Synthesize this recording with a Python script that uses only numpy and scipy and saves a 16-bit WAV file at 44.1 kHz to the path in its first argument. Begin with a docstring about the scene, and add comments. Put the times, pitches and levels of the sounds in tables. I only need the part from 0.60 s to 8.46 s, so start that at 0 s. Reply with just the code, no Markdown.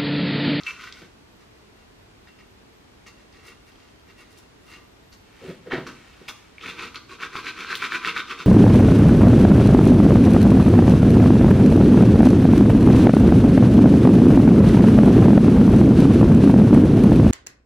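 """A steel hand scraper works wet paper off a plaster wall in a small, bare, faintly humming room.
A few strokes rasp as the edge breaks grains off the wall, and stick-slip makes it chirp once.
The corner then picks quietly, the blade taps and rings, and the stuck paper creaks. The worker
shifts her feet and stands, clothes rustling, and sets the blade on the wall with a clatter.
Last she scrapes hard, about eight strokes a second, with flakes snapping off under the edge."""
import sys
import numpy as np
from scipy import signal
from scipy.fft import rfft, irfft
from scipy.io import wavfile

SR = 44100
rng = np.random.default_rng(int(sys.argv[2]) if len(sys.argv) > 2 else 0)


def waveform_to_disk(signal):
    """Save audio, clipped to [-1, 1], as 16-bit WAV at the path in sys.argv[1]."""
    frames = np.transpose(np.atleast_2d(signal))
    scaled = np.clip(frames, -1, 1) * 32767
    samples = np.round(scaled).astype(np.int16)
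    wavfile.write(sys.argv[1], SR, samples)


N = 346626
T = np.arange(N) / SR
TAPS = 8192
HZ = np.maximum(np.fft.rfftfreq(TAPS, 1 / SR), 1)

# Strokes of the flat edge, each bending the blade differently. Each row: time of most force and half
# length in seconds, relative level and bite in dB, low, middle and high resonance in Hz, and the
# gain of the high one in dB.
STROKES = [(0.003, 0.011, -44, -2, 1320, 2150, 3340, -10),
           (0.087, 0.042, -37.5, -5.5, 1400, 2680, 6000, -2),
           (0.238, 0.048, -39.5, -1, 1510, 1990, 3080, -13), (0.392, 0.06, -49.5, -6, 1500, 2160, 3440, -6),
           (6.075, 0.042, -33.5, -5, 1360, 2540, 3450, 4), (6.227, 0.04, -32, -2, 1330, 2510, 3590, -8),
           (6.363, 0.017, -40.5, 5, 1260, 2650, 4300, 15), (6.524, 0.025, -38, -0.5, 1120, 2460, 3950, -1),
           (6.636, 0.025, -30, -0.5, 1580, 2490, 3600, -7),
           (6.77, 0.031, -29.5, -1.5, 1020, 2510, 3450, -9), (6.878, 0.027, -29, -3, 1590, 2440, 4100, 1),
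           (7.008, 0.036, -31.5, -2, 1380, 2450, 3520, -9), (7.122, 0.031, -27.5, 1, 1600, 2600, 4120, 3.5),
           (7.242, 0.027, -24, -1.5, 1350, 2340, 3490, -14),
           (7.345, 0.027, -24.5, -1, 1500, 2430, 3900, -12), (7.473, 0.03, -23, -.5, 1340, 2620, 3470, -10),
           (7.58, 0.022, -26, 1, 1490, 2300, 3800, 2), (7.712, 0.028, -31, 2, 1200, 2570, 3110, -7),
           (7.809, 0.024, -34.5, 1, 1300, 2580, 3530, 3)]
# The blade lands with a tick, rings and skids to rest. Each row: time in seconds, relative level and
# extra grit in dB, pitch in Hz, fall of the skid in seconds, relative ring level in dB.
LANDINGS = [(1.673, -54.5, -4, 1920, 0.015, -55.5), (1.789, -55, -4, 2290, 0.025, -57.5),
            (2.464, -49, 8, 2360, 0.025, -56.5), (4.521, -59, 11, 4540, .022, -73),
            (5.266, -38.5, 4, 1590, 0.03, -61), (5.684, -33, 10, 2400, 0.012, -63)]


def from_db(db):
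    """Amplitude ratio of a level in decibels."""
    return 10 ** (np.asarray(db) / 20)


def rms_one(x):
    """Normalisation to unit power."""
    return x / np.sqrt(np.mean(x ** 2) + 1e-20)


def at_hz(points, hz=HZ):
    """Interpolation of a table on a log-frequency axis."""
    f, value = np.transpose(points)
    return np.interp(np.log(hz), np.log(f), value)


def peaks(resonances):
    """Resonance curves: a sum of Lorentzian peaks and dips, in dB."""
    return sum(db / (1 + (2 * (HZ - hz) / width) ** 2) for hz, width, db in resonances)


def colour(x, db):
    """Minimum-phase filtering to a spectral shape in dB; white noise keeps its level."""
    cepstrum = irfft(np.log(from_db(db)))
    cepstrum[1:TAPS // 2] *= 2
    cepstrum[TAPS // 2 + 1:] = 0
    response = irfft(np.exp(rfft(cepstrum)))
    return signal.oaconvolve(x, response / np.linalg.norm(response))[:N]


def part(x, hz, kind):
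    """Zero-phase filtering: the low or high part of a sound, in phase with the whole."""
    return signal.sosfiltfilt(signal.butter(3, hz, kind, fs=SR, output="sos"), x)


def swell(s, rise, fall):
    """Force pulse that builds to 1 at time s and lets go: the samples it covers and its shape."""
    span = slice(max(int((s - 4 * rise) * SR), 0), int((s + 4 * fall) * SR))
    away = np.abs(T[span] - s) / np.where(T[span] < s, max(rise, 1e-3), max(fall, 1e-3))
    return span, np.exp(-.7 * away ** 1.89)


def grains(per_s, spread_db, smooth):
    """Shot noise: tiny random fractures of uneven size over smooth friction; rms 1."""
    friction = rng.standard_normal(N)
    onsets = np.flatnonzero(rng.random(N) < per_s / SR)
    sizes = from_db(spread_db * np.clip(friction[onsets - 1], -2, 2)) * np.sign(friction[onsets])
    return rms_one(rms_one(np.bincount(onsets, sizes, N)) + smooth * friction)


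def judder(per_s, depth_db):
    """Random amplitude modulation, as in uneven stick and slip; rms 1."""
    knots = from_db(depth_db * np.clip(rng.standard_normal(N // 40), -2, 2))
    return rms_one(np.interp(T * per_s, np.arange(len(knots)), knots))


def ring(x, hz, t60):
    """Damped oscillator: a unit impulse starts a sine of height 1 that falls 60 dB in t60 seconds."""
    r, w = from_db(-60 / (t60 * SR)), 2 * np.pi * hz / SR
    return signal.lfilter([0, np.sin(w)], [1, -2 * r * np.cos(w), r * r], x + 1e-18)


def strike(hits, modes):
    """Modal superposition: each hit rings every mode with a slightly random strength."""
    s, db = np.transpose(hits)
    out = np.zeros(N)
    for hz, mode_db, t60 in modes:
        strengths = from_db(db + mode_db + 2 * rng.standard_normal(len(s)))
        out += ring(np.bincount((s * SR).astype(int), strengths, N), hz, t60)
    return out


def stereo(mid, side, width):
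    """Sum and difference: the side signal, shaped by the width curve, sets left apart from right."""
    width_db = at_hz(width)
    side = colour(side, width_db) * np.sqrt(np.mean(from_db(width_db) ** 2))
    return np.array([mid + side, mid - side])


def background():
    """Ambient noise: still indoor air, with mains hum and a faint electric whine that waver in level."""
    # Each row: frequency in Hz, relative spectral density of the air in dB.
    air_spectrum = [(12, -51), (20, -17), (49, -0.5), (107, -3.5), (154, -7.5), (187, -6.5), (262, -6.5),
                    (459, -9), (499, -14), (678, -14.5), (1290, -17.5), (2390, -20.5), (6910, -30.5),
                    (12800, -40.5), (16000, -54)]
    # Each row: frequency in Hz, side minus mid level in dB.
    air_width = [(60, -26), (110, -11), (200, -2.5), (380, 0), (700, 1.5), (1290, 0.5), (2380, 0.5),
                 (4400, 3), (8120, -2), (15000, 6)]
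    # Each row: frequency of an electric tone in Hz, level in dB.
    tones = [(101, -74), (2145, -92), (2751, -107), (13001, -84), (13028, -88)]
    mid, side = [colour(rng.standard_normal(N), at_hz(air_spectrum)) for _ in range(2)]
    hum = sum(from_db(db) * np.sqrt(2) * np.sin(2 * np.pi * (hz * T + rng.random())) for hz, db in tones)
    return from_db(-54) * stereo(mid, side, air_width) + hum * judder(per_s=12, depth_db=6.0)


def touches(middle_db=-1, pick_bite_db=-1.5, skid_bite_db=2, skid_rise_s=0.0065):
    """Sliding contacts: the force pulse and blade resonances of every stroke, pick and skid."""
    # The corner picks under the paper. Each row: time and half length in seconds, relative level in dB.
    corner_picks = [(0.816, 0.016, -58.5), (0.99, 0.081, -70), (1.2, 0.036, -66), (2.6, 0.042, -63.5),
                    (2.773, 0.035, -54), (2.881, 0.033, -48), (3.09, 0.024, -63.5), (3.223, 0.073, -62.5),
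                    (3.499, 0.022, -57.5), (3.604, 0.024, -52), (3.756, 0.084, -64), (4.134, 0.048, -48.5)]
    strokes = [(s, half, half, db, bite_db, 0, [(low, 0), (middle, middle_db), (high, high_db)])
               for s, half, db, bite_db, low, middle, high, high_db in STROKES]
    picks = [(s, half, half, db, pick_bite_db, 0, []) for s, half, db in corner_picks]
    skids = [(s + skid_rise_s, skid_rise_s, fall, db, skid_bite_db, grit_db, [(hz, middle_db)])
             for s, db, grit_db, hz, fall, _ in LANDINGS]
    return strokes + picks + skids


def wandering(x, per_s, depth_db):
    """Moving excitation: the contact point roams along the edge, so each band swells on its own."""
    out = 0
    for hz in np.geomspace(1300, 4200, 4):
        low = part(x, hz, "low")
        out = out + low * judder(per_s, depth_db)
        x = x - low
    return rms_one(out + x)


def scraping(bend_q=19.7, grit_even_db=-27.5, grit_slope=0.39):
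    """Friction noise: grains breaking under the edge drive the resonances of blade and wall."""
    # Spectra of the rasp and the drumming wall. Each row: frequency in Hz, relative density in dB.
    rasp_spectrum = [(350, -56), (600, -24), (758, -18.5), (944, -18), (984, -0.5), (1330, 2), (1550, 1),
                     (1750, -4.5), (2500, 0), (2800, -6.5), (3530, -6), (6120, -18), (8160, -29),
                     (13400, -38), (16000, -43)]
    wall_spectrum = [(70, -11), (150, -4), (220, 2), (300, 2), (400, -0.5), (470, 2), (540, -12),
                     (630, -13), (780, -11), (980, -2), (1200, -14), (1800, -45.5)]
    # Resonances with the flat edge on the wall, and the freer ones with only the corner touching.
    # Each row: frequency and width in Hz, gain in dB.
    flat_peaks = [(760, 220, -7), (1005, 29, 5), (1095, 7, 3.5), (1128, 21, 5.5), (1270, 46, 1.5),
                  (1410, 13, -0.5), (1560, 89, 6.5), (1660, 69, -3), (2040, 16, 4), (2370, 67, 0.5),
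                  (2370, 79, 1.5), (2940, 220, 2.5), (6650, 100, -0.5)]
    corner_peaks = [(1191, 90, 11.5), (1450, 37, 7.5), (1560, 390, -2.5), (1900, 75, 11), (2030, 1200, 3.5),
                    (2067, 180, 11.5), (2450, 380, -0.5), (2767, 140, 17), (3680, 790, 2), (4000, 220, 2.5),
                    (4590, 41, 7), (6100, 130, 2)]
    # How blade meets wall. Each row: time in seconds, tilt (0 flat, 1 corner), relative drumming in dB.
    grip = [(0.45, 0.28, -36), (1.2, 1, -50), (4.4, 0.99, -24.5), (5.1, 0.19, -20), (5.8, 0.2, -29),
            (6.15, 0.18, -24), (6.8, 0.036, -28), (7.45, 0.084, -29.5), (7.8, 0.19, -25.5)]
    times, tilts, drum_db = np.transpose(grip)
    corner = np.clip(np.interp(T, times, tilts), 0, 1)
    slips = judder(per_s=280, depth_db=1.5)
    grit = grains(per_s=1700, spread_db=2.5, smooth=0.44)
    fractures = slips * wandering(grit, per_s=110, depth_db=3.5)
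    low, high = part(fractures, 1430, "low"), part(fractures, 4820, "high")
    middle = fractures - low - high
    force, drive = np.zeros((2, N))
    for s, rise, fall, db, bite_db, extra_db, resonances in touches():
        span, push = swell(s, rise, fall)
        # A deeper bite adds body; a lighter touch skims more fine grit.
        grit_db = extra_db + grit_slope * (grit_even_db - db)
        rasp = from_db(bite_db) * low[span] + middle[span] + from_db(grit_db) * high[span]
        bent = sum(from_db(ring_db) * signal.lfilter(*signal.iirpeak(hz, bend_q, fs=SR), rasp)
                   for hz, ring_db in resonances)
        drive[span] += from_db(db) * push * (rasp + bent)
        force[span] += from_db(db) * push
    flat = colour(drive * (1 - corner), at_hz(rasp_spectrum) + peaks(flat_peaks))
    picked = colour(drive * corner, at_hz(rasp_spectrum) + peaks(corner_peaks))
    # The wall's low drumming grows more slowly than the rasp and has one hollow resonance.
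    drumming = force ** 0.74 * np.interp(T, times, from_db(drum_db))
    hollow_wall = at_hz(wall_spectrum) + peaks([(326, 78, 2.9)])
    drum = colour(drumming * slips * rng.standard_normal(N), hollow_wall)
    return from_db(-3.5) * flat + from_db(1.23) * picked + from_db(5.0) * drum


def tearing(stroke_share_db=-29.5):
    """Fibre fracture: paper parts in sparse, bright grains, in scraps and a little on every stroke."""
    # Scraps tear away. Each row: time, rise and fall in seconds, level in dB.
    tears = [(0.085, 0.022, 0.021, -62), (2.872, 0.023, 0.026, -57), (3.078, .01, .012, -64),
             (3.61, 0.024, .015, -61), (3.722, 0.017, .012, -61), (3.78, 0.0079, 0.017, -54.5),
             (4.12, 0.072, 0.045, -63.5), (6.096, 0.007, 0.0073, -61), (6.346, .002, .012, -54),
             (7.158, .003, 0.021, -44)]
    # Each row: frequency in Hz, relative spectral density in dB.
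    tear_spectrum = [(1500, -13), (3500, 1), (5500, 1), (8000, -5), (10000, -2), (12000, -12), (14500, -7),
                     (16000, -22)]
    crackles = [(s, half, half, db + stroke_share_db) for s, half, db, *_ in STROKES]
    pull = np.zeros(N)
    for s, rise, fall, db in tears + crackles:
        span, shape = swell(s, rise, fall)
        pull[span] += from_db(db) * shape
    return colour(pull * grains(per_s=770, spread_db=3.0, smooth=0.25), at_hz(tear_spectrum))


def snaps(crack=0.065, crumble=0.13, crumble_s=0.00066, tick_db=10.5, tick_cycles=7):
    """Brittle fracture: a flake cracks, crumbles and rings briefly; the landing blade ticks likewise."""
    # Flakes snap off the wall or underfoot. Each row: time in seconds, peak in dB, pitch in Hz,
    # cycles of ringing.
    flakes = [(0.0346, -26.5, 4000, 7.6), (0.325, -24.5, 3900, 3.4), (2.727, -44.5, 4800, 11),
              (5.1113, -21.5, 1360, 3.4), (5.12, -16.5, 1900, 16), (5.982, -30, 2370, 18),
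              (6.012, -29, 2450, 9), (6.043, -30, 1550, 6), (6.06, -21, 2460, 9.9), (6.194, -22, 2500, 9),
              (6.345, -30, 2470, 4), (6.3577, -19.5, 3260, 2.5), (6.602, -33, 1560, 10),
              (6.617, -30, 1450, 10), (6.633, -18, 1510, 15), (6.7539, -21.5, 1130, 10),
              (6.8674, -18, 2050, 5.9), (7.047, -23.5, 1420, 12), (7.1036, -19, 1550, 8.1),
              (7.128, -15, 1540, 5.5), (7.1536, -13, 3670, 7.5), (7.154, -29, 13400, 6.4),
              (7.224, -19, 1330, 10), (7.3213, -13, 1570, 8.5), (7.4483, -10, 1900, 5.2),
              (7.5638, -15, 1490, 22), (7.708, -28, 2480, 7.9)]
    ticks = [(s, db + tick_db, hz, tick_cycles) for s, db, _, hz, _, _ in LANDINGS]
    out, t = np.zeros(N + SR), T[:SR // 50]
    for s, db, hz, cycles in flakes + ticks:
        band = signal.butter(3, [hz / 1.44, min(1.76 * hz, .45 * SR)], "band", fs=SR, output="sos")
        kick = (t == 0) + crumble * rng.standard_normal(len(t)) * np.exp(-t / crumble_s)
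        snap = signal.sosfilt(band, ring(kick, hz, cycles / hz) + crack * kick)
        at = int(s * SR)
        out[at:at + len(t)] += from_db(db) * snap / np.abs(snap).max()
    return out[:N]


def chirp(start_s=.0664, first_gap_s=.0037, slowing=1.35, loss_db=1.2, count=7):
    """Stick-slip: the edge skips ever more slowly and weakly, and each slip rings the steel."""
    # Each row: mode frequency in Hz, relative level in dB, 60 dB decay time in seconds.
    modes = [(2352, 2, 0.029), (2640, -2.5, 0.05), (5840, -19, 0.031)]
    slips = [(start_s + first_gap_s * k ** slowing, -25 - loss_db * k) for k in range(count)]
    return from_db(-1.5) * part(strike(slips, modes), 1700, "high")


def feet(sole_hz=486, sole_q=8.3):
    """Impact and friction: heels and weight drive the floor while soles rub and crush fallen scraps."""
    # Shoes shift and land. Each row: time, rise and fall in seconds, relative thud, crunch and rub in dB.
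    steps = [(0.419, 0.0058, 0.025, -55.5, -52, -69), (4.845, 0.021, 0.0088, -46, -70, -41.5),
             (4.897, 0.022, 0.021, -39, -50.5, -49), (5.072, 0.0097, 0.017, -45, -49.5, -40.5),
             (5.121, 0.01, 0.042, -39.5, -29.5, -50), (5.142, 0.0086, 0.0048, -35.5, -42, -52),
             (5.182, 0.014, 0.036, -38.5, -44, -49), (5.614, 0.006, 0.013, -49.5, -75, -75)]
    # Spectra of the thud and the crushed debris. Each row: frequency in Hz, relative density in dB.
    thud_spectrum = [(50, -36.5), (90, -12), (140, -3), (200, -6), (280, -6.5), (360, -1), (470, -7),
                     (600, -8), (800, -28), (1500, -50.5)]
    crunch_spectrum = [(260, -50), (450, 1.5), (835, -2), (978, -2), (1110, -7), (1300, -2.5), (1920, 1.5),
                       (2290, -6.5), (3620, -12), (14000, -57.5)]
    # Hollow resonances of the floor. Each row: frequency and width in Hz, gain in dB.
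    floor_peaks = [(231, 92, 7.5), (364, 33, 2)]
    # Heels come down. Each row: time in seconds, relative level in dB.
    heels = [(4.897, -35), (5.134, -22)]
    # Each row: mode frequency in Hz, relative level in dB, 60 dB decay time in seconds.
    floor_modes = [(135, -18, 0.19), (242, -18, 0.074), (351.5, 0.5, 0.096)]
    thud, crunch, rub = np.zeros((3, N))
    for s, rise, fall, thud_db, crunch_db, rub_db in steps:
        span, weight = swell(s, rise, fall)
        thud[span] += weight * from_db(thud_db)
        crunch[span] += weight * from_db(crunch_db)
        rub[span] += weight * from_db(rub_db)
    floor = colour(thud * rng.standard_normal(N), at_hz(thud_spectrum) + peaks(floor_peaks))
    scraps = colour(crunch * grains(per_s=3700, spread_db=0.5, smooth=0.63), at_hz(crunch_spectrum))
    friction = part(rng.standard_normal(N), 540, "low")
    grunt = signal.lfilter(*signal.iirpeak(sole_hz, sole_q, fs=SR), friction)
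    boom = part(strike(heels, floor_modes), 700, "low")
    return from_db(4.5) * floor + scraps + rub * rms_one(grunt) + boom


def blade_ring():
    """Free vibration: the blade rings on after each landing."""
    # Each row: mode frequency in Hz, relative level in dB, 60 dB decay time in seconds.
    modes = [(1200, -4, .16), (1900, -6, 0.17), (2080, -4.5, .25), (2400, -8, .12), (2730, -4, 0.35),
             (3700, -9, .12), (4450, -7, .12), (5040, -5, .1)]
    return strike([(s, ring_db) for s, *_, ring_db in LANDINGS], modes)


def creak(start_s=3.12, gap_s=.04, jitter_s=.004, spread_db=2.5, count=8):
    """Stick-slip: the stuck paper gives way under the corner in slow, faint, uneven ticks."""
    # Each row: mode frequency in Hz, relative level in dB, 60 dB decay time in seconds.
    modes = [(3200, 0, 0.016), (4800, -2, .011)]
    late, louder = rng.standard_normal((count, 2)).T
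    times = start_s + gap_s * np.arange(count) + jitter_s * late
    ticks = np.transpose([times, -54 + spread_db * louder])
    return part(strike(ticks, modes), 2000, "high")


def clothes():
    """Friction noise: fabric rubs on itself in fine grains as the worker shifts and stands."""
    # Each row: time in seconds, level of the rustle in dB.
    rustle = [(4.601, -72), (4.89, -47.5), (5.0, -65.5), (5.35, -55), (5.65, -56.5), (6.0, -63)]
    # Each row: frequency in Hz, relative spectral density in dB.
    cloth_spectrum = [(400, -15), (1000, -2), (1400, -1), (2400, 1), (3500, -5.5), (6000, -15), (9000, -21),
                      (15000, -34)]
    s, db = np.transpose(rustle)
    level = from_db(np.interp(T, s, db, left=-np.inf, right=-np.inf))
    return colour(level * grains(per_s=2500, spread_db=-1.0, smooth=0.31), at_hz(cloth_spectrum))


def clatter():
    """Repeated impact: the steel knocks on the wall in quick succession, exciting its modes."""
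    # Each row: time in seconds, relative level in dB.
    knocks = [(5.681, -31), (5.687, -26.5), (5.6905, -27.5), (5.6955, -25)]
    # Each row: mode frequency in Hz, relative level in dB, 60 dB decay time in seconds.
    modes = [(1220, 16.5, 0.011), (1820, -5, 0.014), (2500, 11, 0.03), (2790, 5, .09), (3440, 20, 0.011),
             (4900, 7, 0.024), (6000, -6, 0.16), (9680, -6, 0.12), (12320, -4, 0.12), (13400, -16, .1)]
    return from_db(-24.5) * strike(knocks, modes)


def wall_thumps():
    """Impulse excitation: the edge catches on a ridge and rings the plaster's low, damped modes."""
    # Each row: time in seconds, relative level in dB.
    catches = [(6.754, -31.5), (7.564, -42)]
    # Each row: mode frequency in Hz, relative level in dB, 60 dB decay time in seconds.
    modes = [(155, -8, 0.045), (310, 1.5, 0.026), (685, -4.5, 0.0068)]
    return strike(catches, modes)


def room_response(early_db, early_s, tail_db, build_s=0.0063):
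    """Reverberation: scatter from the near walls, then a diffuse tail that dies band by band."""
    # Each row: frequency in Hz, reverberation time in seconds.
    room_t60 = [(100, 0.78), (400, 0.56), (1500, 0.35), (5000, 0.5), (15000, 0.39)]
    t = T[:SR * 3 // 4]
    hz, white = np.fft.rfftfreq(len(t), 1 / SR), rfft(rng.standard_normal(len(t)))
    edges = np.geomspace(20, SR / 2, 11)
    tail = np.zeros(len(t))
    for low, high in zip(edges, edges[1:]):
        band = irfft(white * ((hz >= low) & (hz < high)), len(t))
        tail += band * from_db(-60 * t / at_hz(room_t60, np.sqrt(low * high)))
    tail *= np.clip(t / build_s, 0, 1)
    early = rng.standard_normal(len(t)) * np.exp(-t / early_s) * (t > .002)
    return (from_db(tail_db) * tail / np.linalg.norm(tail)
            + from_db(early_db) * early / np.linalg.norm(early))


def scene():
    """Superposition: blade, paper, feet and clothes add to their reflections and the background."""
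    # First reflections. Each row: delay in seconds, gain in dB.
    reflections = [(.0074, -21.5), (0.0124, -18), (0.0156, -13.5)]
    # The diffuse sound is widest in the treble. Each row: frequency in Hz, relative side gain in dB.
    width = [(60, -21), (110, -35), (200, -42), (380, -15), (700, -55), (1290, -13.5), (2380, -17),
             (4400, -1), (8120, 7.5), (15000, 10)]
    struck = clatter() + chirp() + blade_ring() + wall_thumps()
    direct = scraping() + snaps() + struck + tearing() + creak() + feet() + clothes()
    walls = sum(from_db(db) * np.pad(direct, (int(delay * SR), 0))[:N] for delay, db in reflections)
    responses = [room_response(early_db=-10.0, early_s=0.0012, tail_db=-7) for _ in range(2)]
    mid, side = [signal.oaconvolve(direct, response)[:N] for response in responses]
    return stereo(direct + walls + mid, from_db(-1.0) * side, width) + background()


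def record(dry):
    """Band limiting: an elliptic low-pass filter cuts the top steeply."""
    cutoff_hz = 15700
    return signal.sosfilt(signal.ellip(10, .2, 80, cutoff_hz, fs=SR, output="sos"), dry)


dry = scene()
out = record(dry)
waveform_to_disk(out)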